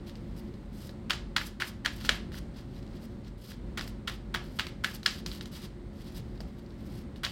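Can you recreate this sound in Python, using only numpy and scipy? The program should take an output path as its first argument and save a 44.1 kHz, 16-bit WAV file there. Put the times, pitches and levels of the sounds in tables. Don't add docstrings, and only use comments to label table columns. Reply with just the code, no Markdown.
import sys
import numpy as np
from scipy import signal
from scipy.fft import rfft, irfft
from scipy.io import wavfile

SR = 44100
rng = np.random.default_rng(int(sys.argv[2]) if len(sys.argv) > 2 else 0)


def dump_mix(stems):
    frames = np.atleast_2d(stems).T
    limited = np.clip(frames, -1, 1)
    pcm = np.round(limited * 32767).astype(np.int16)
    wavfile.write(sys.argv[1], SR, pcm)


N = 322371
T = np.arange(N) / SR

# (slap time [s], first touch ahead of it [s], patter level [dB],
# slap level [dB], deck pitch [Hz], hardness [dB], level of the draw that follows [dB])
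PACKET_DROPS = [(1.106, 0.0085, -32, -20.5, 1290, 5, -68), (1.364, 0.0013, -26.5, -19, 1470, -5, -56),
                (1.621, 0.021, -35, -23.5, 1605, -11.5, -50), (1.8595, .0118, -34, -21, 1700, -2, -66),
                (2.0918, 0.0022, -37, -15, 1640, 0, -52), (3.7789, 0.0055, -32.5, -44, 1380, -7, -59),
                (4.0789, .005, -32.5, -32, 1740, 4, -56.5), (4.347, .0058, -31, -24.5, 1330, -14, -73),
                (4.595, 0.0069, -31, -24, 1630, -5.5, -57), (4.8446, .0067, -34, -21.5, 1590, -6.5, -49),
                (5.0613, 0.0034, -30.5, -17, 1650, 0, -53), (7.2489, .0155, -32, -27, 1570, 18, -54)]
# (time [s], level [dB], hardness [dB])
CARD_SNAPS = [(.096, -49.5, 16), (0.155, -49.5, 14), (0.893, -46.5, -1), (1.133, -34.5, -1),
              (1.414, -34, -19), (2.011, -46, 1), (2.049, -36, -3), (2.319, -47.5, 0), (2.344, -44, -12),
              (3.518, -46.5, -5), (3.8104, -33.5, -2), (3.877, -44, 5), (4.668, -35.5, 5),
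              (5.031, -42.5, 9), (5.262, -32, 23), (5.316, -38.5, 24), (5.41, -38, 11), (5.457, -43.5, 20),
              (6.405, -43, 3), (7.16, -51, 16)]


def undb(db):
    return 10 ** (np.asarray(db) / 20)


def unit(x):
    return x / np.sqrt(np.sum(x ** 2) + 1e-18)


def at_level(x, db):
    return unit(x) * undb(db) * np.sqrt(.003 * SR)


def add(out, s, x):
    i = max(int(s * SR), 0)
    out[i:i + len(x)] += x[:max(N - i, 0)]


def gain_at(outline, hz):
    f, db = np.transpose(outline)
    return undb(np.interp(np.log(hz + 1), np.log(f), db))


def colour(x, outline, size=512):
    cepstrum = irfft(np.log(gain_at(outline, np.fft.rfftfreq(size, 1 / SR))))
    cepstrum[1:size // 2] *= 2
    cepstrum[size // 2 + 1:] = 0
    impulse = unit(irfft(np.exp(rfft(cepstrum))))
    return signal.fftconvolve(x, impulse)[:len(x)]


def resonate(x, peaks):
    hz = np.fft.rfftfreq(N, 1 / SR)
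    lift_db = sum(db / (1 + 2j * (hz - f) / width) for f, width, db in peaks)
    return irfft(rfft(x) * undb(lift_db), N)


def grains(rate, spread_db):
    size = undb(spread_db * np.minimum(rng.exponential(size=N), 4))
    touches = rng.random(N) < rate / SR
    return unit(touches * size * rng.choice([-1, 1], N)) * np.sqrt(N)


def wander(rate):
    steps = rng.standard_normal(4096)
    return np.interp(T * rate, np.arange(len(steps)), steps)


def ring(t, hz, t60):
    return np.sin(2 * np.pi * hz * t) * np.exp(-np.log(1000) * t / t60)


def leak(power, seconds):
    keep = np.exp(-1 / (seconds * SR))
    return signal.lfilter([1 - keep], [1, -keep], power)


def fan():
    # (frequency [Hz], density [dB per Hz])
    air_spectrum = [(18, -99), (29, -71.5), (60, -64), (110, -68.5), (220, -68), (310, -75.5), (620, -88),
                    (850, -90.5), (1900, -99), (2400, -103), (4200, -104), (6000, -114), (8500, -115),
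                    (10500, -124)]
    # (frequency [Hz], width [Hz], lift [dB])
    booms = [(47.7, 5.8, 10.5), (216.5, 24, 4), (353.7, 21, 9), (559.5, 35, 7.5), (2080, 440, 3.5),
             (8600, 650, 5)]
    # (frequency [Hz], rms level [dB])
    motor_tones = [(115.5, -56.5), (145, -65), (211, -61.5)]
    air_gain = gain_at(air_spectrum, np.fft.rfftfreq(N, 1 / SR))
    air = irfft(rfft(rng.standard_normal(N)) * air_gain, N) * np.sqrt(SR / 2)
    hum = np.zeros(N)
    for hz, db in motor_tones:
        amplitude = np.sqrt(2) * undb(db + 2 * wander(4.1))
        hum += amplitude * np.sin(2 * np.pi * hz * T + .5 * wander(2.53))
    return resonate(air, booms) * undb(1.06 * wander(4.34)) + hum


def fingering():
    # (start [s], end [s], level [dB])
    rubs = [(0.04, .75, -71), (2.6, 3.33, -74.5), (6.248, 6.85, -69)]
    return sum(undb(db) ** 2 * ((T > start) & (T < end)) for start, end, db in rubs)


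def strokes(swell_share=0.63, draw_after_s=0.054, draw_s=.11, draw_hiss_db=-4,
            skid_s=0.038, skid_db=-12.5, skid_hiss_db=-8):
    # (fastest moment [s], length [s], level [dB], hiss offset [dB])
    pushes = [(0.091, 0.048, -50, -8.5), (0.391, 0.053, -54.5, -3), (0.833, 0.19, -56, -3.5),
              (1.473, 0.061, -52.5, -0.5), (1.963, .09, -57.5, 0), (2.057, 0.14, -44, -11),
              (2.368, 0.078, -44.5, -8), (2.592, 0.095, -54.5, -14), (2.773, 0.1, -54.5, -12.5),
              (2.946, 0.14, -60.5, -14), (3.04, 0.073, -56, -5), (3.269, 0.073, -57, -19),
              (3.485, 0.18, -54.5, -3.5), (3.526, 0.064, -51.5, -19), (3.885, .04, -60, 6.5),
              (4.486, 0.14, -59, -8), (4.566, 0.09, -60, -2), (4.953, 0.051, -46, -1),
              (5.184, 0.085, -48.5, -8), (5.354, .14, -47, -6.5), (5.571, 0.095, -46.5, -6.5),
              (5.642, 0.1, -50.5, -10.5), (6.06, 0.23, -55.5, -9), (6.172, .1, -51.5, -4),
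              (6.947, 0.27, -58.5, -5)]
    draws = [(hit + draw_after_s, draw_s, db, draw_hiss_db) for hit, *_, db in PACKET_DROPS]
    swells = [(s - swell_share * length, s, s + (1 - swell_share) * length, db, hiss_db)
              for s, length, db, hiss_db in pushes + draws]
    skids = [(s - 1 / SR, s, s + skid_s, db + skid_db, skid_hiss_db) for s, db, _ in CARD_SNAPS]
    return swells + skids


def slides(catch_db=4.0, flick_db=-7, finger_wander_db=1, finger_hiss_db=-11):
    # (frequency [Hz], relative level [dB])
    rasp_spectrum = [(500, -19), (1100, -0.5), (1700, -5.5), (2400, -2.5), (3300, -1.5), (4700, -1.5),
                     (6200, -9), (8000, -18), (11000, -25.5)]
    # (frequency [Hz], relative level [dB])
    hiss_spectrum = [(3000, -45), (5000, 6.5), (6500, -1), (8300, 2.5), (9800, -2.5), (12000, 3.5),
                     (14000, -3), (16000, -2.5)]
    # (frequency [Hz], width [Hz], lift [dB])
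    edge_resonances = [(4640, 1060, 0), (3530, 410, 1)]
    rasp_power = fingering() * undb(finger_wander_db * wander(15)) ** 2
    hiss_power = rasp_power * undb(finger_hiss_db) ** 2
    for start, fastest, end, db, hiss_db in strokes():
        speed = np.interp(T[T < end - start], [0, fastest - start, end - start], [0, 1, 0])
        add(rasp_power, start, undb(db) ** 2 * speed ** 1.48)
        add(hiss_power, start, undb(db + hiss_db) ** 2 * speed ** 1.7)
    grip = undb(catch_db * wander(90))
    flicks = undb(flick_db) * grains(rate=130, spread_db=-3.5)
    edge_friction = grip * grains(rate=2500, spread_db=1.5) + flicks
    face_friction = grip * grains(rate=15000, spread_db=8.5) + flicks
    rasp = colour(np.sqrt(rasp_power) * edge_friction, rasp_spectrum)
    hiss = colour(np.sqrt(hiss_power) * face_friction, hiss_spectrum)
    return resonate(undb(-5.0) * rasp + undb(-0.5) * hiss, edge_resonances)


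def card_impact(deck_hz, edge_hz, edge_db, crack_db, deck_t60, edge_t60, contact_s, crack_s, size=1024):
    # (frequency [Hz], relative level [dB])
    crack_spectrum = [(350, -13), (700, -19.5), (1100, 0.5), (2000, -4.5), (2400, 2), (3200, -0.5),
                      (4600, 2.5), (5800, -5), (8000, -13), (10000, -21.5), (15500, -24.5)]
    t = T[:size]
    push = np.sin(np.pi / 2 * np.minimum(t / contact_s, 1)) ** 2
    knock = unit(push * (ring(t, deck_hz, deck_t60) - undb(-8.0) * ring(t, 1.4 * deck_hz, deck_t60)))
    edge = unit(push * (ring(t, edge_hz, edge_t60) - undb(-9.0) * ring(t, 1.234 * edge_hz, edge_t60)))
    burst = rng.choice([-1., 1.], size) * push * np.exp(-t / crack_s)
    crack = unit(colour(burst, crack_spectrum))
    return knock + undb(edge_db) * edge + undb(crack_db) * crack


def ticks(deck_hz=1600, edge_hz=3900, edge_db=-6):
    out = np.zeros(N)
    for s, db, hardness_db in CARD_SNAPS + stragglers() + corners():
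        grip = 1 + 0.08 * rng.standard_normal()
        snap = card_impact(deck_hz * grip, edge_hz * grip, hardness_db + edge_db, hardness_db,
                           deck_t60=0.004, edge_t60=.005, contact_s=0.0002, crack_s=0.0014)
        add(out, s, at_level(snap, db))
    return out


def corners(per_s=5, level_db=-58.5, hardness_db=18):
    flicked = (rng.random(N) < per_s / SR) & (fingering() > 0)
    return [(s, level_db, hardness_db) for s in T[flicked]]


def palm_bumps(palm_hz=680, palm_t60=0.015, size=1024):
    # (time [s], level [dB])
    knocks = [(.893, -54), (1.413, -65), (2.093, -32), (6.404, -42)]
    out = np.zeros(N)
    for s, db in knocks:
        add(out, s, at_level(ring(T[:size], palm_hz, palm_t60), db))
    return out


def packets(edge_hz=3316, edge_db=-2, settle_s=0.013, first_card_s=0.00032, size=4096):
    # (frequency [Hz], relative level [dB])
    patter_spectrum = [(300, -15), (700, -14), (1100, 0.5), (1400, 1.5), (1800, -2.5), (2350, -0.5),
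                       (3200, -1.5), (4600, -8), (6000, -14), (8000, -19.5), (10000, -23), (15500, -24.5)]
    slaps, patter_envelope, t = np.zeros(N), np.zeros(N), T[:size]
    for hit, lead, patter_db, slap_db, deck_hz, hardness_db, _ in PACKET_DROPS:
        falling = np.minimum(t / first_card_s, 1) * np.exp(-np.maximum(t - lead, 0) / settle_s)
        add(patter_envelope, hit - lead, undb(patter_db) * falling)
        grip = 1 + 0.032 * rng.standard_normal()
        slap = card_impact(deck_hz, edge_hz * grip, hardness_db + edge_db, hardness_db,
                           deck_t60=0.0094, edge_t60=0.0055, contact_s=0.001, crack_s=0.0016)
        add(slaps, hit, at_level(slap, slap_db))
    patter = patter_envelope * grains(rate=6000, spread_db=-0.5) * undb(0.74 * wander(450))
    return slaps + colour(patter, patter_spectrum)


def stragglers(delay_s=(.008, .018), offset_db=-2.5, hardness_db=-3):
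    return [(hit + rng.uniform(*delay_s), patter_db + offset_db, hardness_db)
            for hit, _, patter_db, *_ in PACKET_DROPS]


def room(x, early_db=-4, early_s=0.0014, first_echo_s=.0018, desk_db=-11, desk_s=.0021):
    # (frequency [Hz], late tail against direct sound [dB], t60 [s])
    walls = [(398, -3, 0.285), (904, -3, 0.32), (1600, -11, 0.34), (2380, -4, 0.27), (3860, -9.5, 0.35),
             (7000, -6.5, 0.27), (14000, -17.5, 0.27)]
    hz, share_db, t60 = np.transpose(walls)
    out = np.zeros(N)
    add(out, desk_s, undb(desk_db) * x)
    for centre in 400 * 2 ** (np.arange(11) / 2):
        band = signal.butter(2, [centre / 2 ** .25, centre * 2 ** .25], "band", fs=SR, output="sos")
        power = signal.sosfilt(band, x) ** 2 + 1e-18
        late_s = np.interp(np.log(centre), np.log(hz), t60) / np.log(10 ** 6)
        stored = leak(power, late_s) + undb(early_db) ** 2 * leak(power, early_s)
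        diffuse = unit(signal.sosfilt(band, rng.standard_normal(N))) * np.sqrt(N)
        share = undb(np.interp(np.log(centre), np.log(hz), share_db))
        add(out, first_echo_s, share * np.sqrt(stored) * diffuse)
    return out


def scene():
    # (frequency [Hz], width [Hz], gain [dB])
    nook = [(966, 280, -4), (1165, 230, -1.5), (1700, 96, 5.5), (1930, 77, 0), (2420, 190, -4.5),
            (3090, 170, 3), (3400, 180, 0), (4020, 100, 4), (4540, 106, 4.5), (5000, 71, 4.5),
            (6770, 1050, -2.5)]
    cards = packets() + palm_bumps() + ticks() + slides()
    return (resonate(cards + room(cards), nook) + fan())[None]


def record(dry, top_hz=15850):
    return signal.sosfilt(signal.ellip(10, .2, 70, top_hz, fs=SR, output="sos"), dry)


dry = scene()
out = record(dry)
dump_mix(out)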